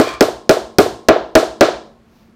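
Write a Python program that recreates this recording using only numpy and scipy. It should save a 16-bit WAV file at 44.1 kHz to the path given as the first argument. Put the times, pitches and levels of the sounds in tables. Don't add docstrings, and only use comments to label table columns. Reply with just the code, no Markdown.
import sys
import numpy as np
from scipy import signal
from scipy.fft import rfft, irfft
from scipy.io import wavfile

SR = 44100
rng = np.random.default_rng(int(sys.argv[2]) if len(sys.argv) > 2 else 0)


def ratio(d):
    e = np.asarray(d, float) / 20
    return 10 ** e


def file_out(sig):
    cols = np.atleast_2d(sig).T
    lim = np.clip(cols, -1, 1)
    pcm = np.round(lim * 32767).astype(np.int16)
    wavfile.write(sys.argv[1], SR, pcm)


N = 103635
LEAD_S = 0.2
N_LINE = N + int(LEAD_S * SR)


def rms_one(x):
    return x / np.sqrt(np.mean(x ** 2) + 1e-20)


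def at_hz(points, hz, column=1):
    points = np.array(points)
    return np.interp(np.log(hz), np.log(points[:, 0]), points[:, column])


def butter(x, order, hz, kind):
    return signal.sosfilt(signal.butter(order, hz, kind, fs=SR, output="sos"), x)


def ring(clicks, hz, t60_s):
    r, w = ratio(-60 / (t60_s * SR)), 2 * np.pi * hz / SR
    return signal.lfilter([0, np.sin(w)], [1, -2 * r * np.cos(w), r * r], clicks + 1e-18)


def bands(size):
    edges_hz = 22 * 2 ** (np.arange(30) / 3)
    white = rng.standard_normal((2, size))
    out = []
    for k, (low, high) in enumerate(zip(edges_hz, edges_hz[1:])):
        out.append((np.sqrt(low * high), butter(white[k % 2], 2, [low, high], "band")))
    return out


def train(s, gains):
    out = np.zeros(N_LINE)
    out[((np.asarray(s) + LEAD_S) * SR).astype(int)] = gains
    return out


# mode in Hz, level in dB, t60 in seconds.
HEAD_MODES = [(1073, -41.5, 1), (5764, -34, 0.1), (13325, -33.5, 0.25)]
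CRACK_DB, CRACK_HZ, CRACK_T60_S = 20, 5230, 0.002
SPLINTER_DB, SPLINTER_T60_S = 5, 0.02


def contact(s, db):
    hits = train(s, ratio(db))
    crack = ring(hits, CRACK_HZ, CRACK_T60_S)
    decay = signal.lfilter([1], [1, -ratio(-60 / (SPLINTER_T60_S * SR))], hits)
    splinter = butter(decay * rng.standard_normal(N_LINE), 1, [1500, 7000], "band")
    head = sum(ratio(level_db) * ring(hits, hz, t60_s) for hz, level_db, t60_s in HEAD_MODES)
    return ratio(CRACK_DB) * crack + ratio(SPLINTER_DB) * splinter + head


# mode in Hz, level in dB, t60 in seconds.
FRAME_MODES = [(125, -34, 0.12), (260.7, -10, 0.092), (332.6, -3, 0.079), (375.4, 0.5, 0.072),
               (438.9, -3, 0.081), (493.4, -5, .05), (569.8, 3.5, 0.062), (638.1, 4, 0.069),
               (739, -1.5, 0.055), (865, -6, .04), (1032, -6.5, .035), (1263, -7.5, .035), (1550, -11, .03),
               (1950, -5, 0.027)]
FRAME_DB, MODE_SPREAD_DB, RISE_S, FRAME_LAG_S = 15, 3, 0.00037, 0.0003
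PAIR_RATIO, PAIR_DB = 1.055, -4


def frame(s, db):
    spread_db = MODE_SPREAD_DB * rng.normal(0, 1, (len(s), len(FRAME_MODES), 2))
    out = np.zeros(N_LINE)
    for k, (hz, level_db, t60_s) in enumerate(FRAME_MODES):
        sign = (-1) ** ((k + 1) // 3)
        for twin in range(2):
            strike_db = db + level_db + twin * PAIR_DB + spread_db[:, k, twin]
            hits = train(s + FRAME_LAG_S, ratio(strike_db))
            out += sign * ring(hits, hz * PAIR_RATIO ** twin, t60_s)
    r = np.exp(-1 / (RISE_S * SR))
    return ratio(FRAME_DB) * signal.lfilter([1 - r], [1, -r], out)


SNAP_TO_ROOM_DB, SNAP_LOW_HZ = 17.5, 860
SNAP_AIR_DB = -26


def snap(s, db, top_hz):
    edges = train(s, ratio(db + SNAP_AIR_DB))
    for t, level_db, top in zip(s, db, top_hz):
        edges += butter(train([t], ratio(level_db)), 2, top, "low")
    return ratio(SNAP_TO_ROOM_DB) * butter(edges, 1, SNAP_LOW_HZ, "high")


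THUD_LOW_HZ, THUD_TOP_HZ, THUD_TO_ROOM_DB = 174, 1204, 22.5


def thud(s, db):
    return ratio(THUD_TO_ROOM_DB) * butter(train(s, ratio(db)), 2, [THUD_LOW_HZ, THUD_TOP_HZ], "band")


ROCK_DELAY_S, ROCK_S, ROCK_HZ, ROCK_DB = 0.15, 0.022, 60, -40


def rocking(s):
    t = np.arange(-3 * ROCK_S, 3 * ROCK_S, 1 / SR)
    bump = ratio(ROCK_DB) * np.exp(-0.5 * (t / ROCK_S) ** 2) * np.sin(2 * np.pi * ROCK_HZ * t)
    return signal.fftconvolve(train(s + ROCK_DELAY_S, 0.96), bump, "same")


# mode in Hz, level in dB, t60 in seconds.
HARDWARE_MODES = [(1064, -4.5, .1), (1135, -9, .03), (1780, 0.5, 0.0077), (2365, -1, 0.047),
                  (3300, -2.5, 0.016), (523, -3, 0.012), (4500, 7, 0.0022), (7300, 2.5, 0.001)]
# time in seconds, level in dB.
RATTLE_VIGOUR = [(-.1, -40.5), (.03, -42.5), (.055, -45), (0.084, -34.5), (.12, -44.5), (.145, -41),
                 (.165, -60), (0.188, -87.5)]
# start in seconds, level in dB.
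LONE_TOUCHES = [(0.027, -35), (0.095, -38), (.118, -41), (0.138, -34.5), (1.725, -74), (1.742, -34.5)]
RATTLE_PER_S = 2500


def hardware():
    t = np.arange(N_LINE) / SR - LEAD_S
    vigour = ratio(np.interp(t, *np.transpose(RATTLE_VIGOUR)))
    touch_s, touch_db = np.transpose(LONE_TOUCHES)
    chatter = (rng.random(N_LINE) < RATTLE_PER_S / SR) * vigour + train(touch_s, ratio(touch_db))
    out = np.zeros(N_LINE)
    for hz, level_db, t60_s in HARDWARE_MODES:
        out += ring(chatter * rng.standard_normal(N_LINE) * ratio(level_db), hz, t60_s)
    return out


# centre in Hz, level in dB, t60 in seconds.
ROOM_BANDS = [(61.7, -1, 0.3), (117, 8, .5), (175, -6.5, 0.54), (276, 4, 0.4), (700, -1, 0.5),
              (1387, 12, 0.35), (2260, -1.5, 0.32), (3704, -2, 0.41), (7700, -11, 0.4), (14000, -15.5, .27)]
ROOM_BUILD_S = 0.0021


def workshop(x):
    t = np.arange(SR) / SR
    echo = np.zeros(SR)
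    for hz, noise in bands(SR):
        echo += noise * ratio(at_hz(ROOM_BANDS, hz) - 60 * t / at_hz(ROOM_BANDS, hz, column=2))
    echo *= 1 - np.exp(-t / ROOM_BUILD_S)
    return signal.fftconvolve(x, echo / np.sqrt(np.sum(echo ** 2)))[:len(x)]


# frequency in Hz, level in dB per Hz.
CLOTH_SPECTRUM = [(300, -13), (600, 8.5), (1500, -7), (6000, -9), (8000, -24), (14000, -16)]
RUSTLE_AT_S, RUSTLE_S, RUSTLE_DB, RUSTLE_PER_S = 2.19, 0.075, -57.5, 24000


def rustle():
    grains = (rng.random(N) < RUSTLE_PER_S / SR) * rng.standard_normal(N)
    spectrum = rfft(grains * ratio(1.73 * rng.exponential(1, N)))
    hz = np.arange(1, len(spectrum) + 1) * SR / N
    cloth = rms_one(irfft(spectrum * ratio(at_hz(CLOTH_SPECTRUM, hz)), N))
    swell = np.exp(-0.5 * ((np.arange(N) / SR - RUSTLE_AT_S) / RUSTLE_S) ** 2)
    return ratio(RUSTLE_DB) * swell * cloth


HUM_HZ, HUM_WIDTH_HZ, HUM_DB = 226, 10, -51


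def fan():
    t60_s = np.log(1000) / (np.pi * HUM_WIDTH_HZ)
    return ratio(HUM_DB) * rms_one(ring(rng.standard_normal(N), HUM_HZ, t60_s))


# frequency in Hz, level in dB per Hz.
AIR_SPECTRUM = [(15, -46.5), (25, -1.5), (415, -8), (529, -15.5), (1060, -17), (1280, -18.5),
                (15000, -45.5)]
AIR_DB = -53.5


def room_air():
    return ratio(AIR_DB) * rms_one(sum(noise * ratio(at_hz(AIR_SPECTRUM, hz)) for hz, noise in bands(N)))


# start in seconds, force in dB, snap in dB, top of the snap in Hz.
BLOWS = [
    (0.2082, -3.5, -0.5, 10000),
    (0.4933, -4, 0.5, 9400),
    (0.7849, -2, 1, 11000),
    (1.0858, -0.5, 2.5, 3580),
    (1.353, -2, 2.5, 9000),
    (1.6092, -2.5, 4.5, 5980),
]
# start in seconds, force in dB, snap in dB, top of the snap in Hz.
EARLIER_BLOW = (-0.0043, -6.5, -1.5, 7996.5)
BRIGHT_HZ, DULL_LOSS_DB = 9000, 10.5
WALL_S, WALL_DB = 0.0178, -25
FAR_WALL_S, FAR_WALL_DB, FAR_WALL_HZ = 0.075, -26.5, 662
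WOOD_TO_ROOM_DB, HEAD_TO_ROOM_DB, RATTLE_TO_ROOM_DB = -29, -7, -6.5


def scene():
    s, db, snap_db, top_hz = np.transpose([EARLIER_BLOW, *BLOWS])
    steel = contact(s, DULL_LOSS_DB * np.log2(top_hz / BRIGHT_HZ))
    wood, bits = frame(s, db), hardware()
    wall = ratio(WALL_DB) * np.roll(steel, int(WALL_S * SR))
    far = ratio(FAR_WALL_DB) * np.roll(wood, int(FAR_WALL_S * SR))
    far = signal.lfilter(*signal.iirpeak(FAR_WALL_HZ, 3.0, fs=SR), far)
    sent = ratio(WOOD_TO_ROOM_DB) * wood + thud(s, db) + snap(s, snap_db, top_hz)
    sent += ratio(HEAD_TO_ROOM_DB) * wall + ratio(RATTLE_TO_ROOM_DB) * bits
    work = wood + steel + wall + far + bits + workshop(sent) + rocking(s)
    return (work[-N:] + rustle() + fan() + room_air())[None]


CLIP_TOP, CLIP_HARDNESS = 0.83, 6
COUPLING_HZ, CUTOFF_HZ = 22, 16800


def roll_off(x):
    return signal.sosfilt(signal.butter(12, 16830, fs=SR, output="sos"), x)


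def record(dry):
    x = dry / (1 + np.abs(dry / CLIP_TOP) ** CLIP_HARDNESS) ** (1 / CLIP_HARDNESS)
    x = butter(x, 1, COUPLING_HZ, "high")
    x = signal.sosfilt(signal.cheby2(12, 60, CUTOFF_HZ, fs=SR, output="sos"), x)
    return roll_off(x)


dry = scene()
out = record(dry)
file_out(out)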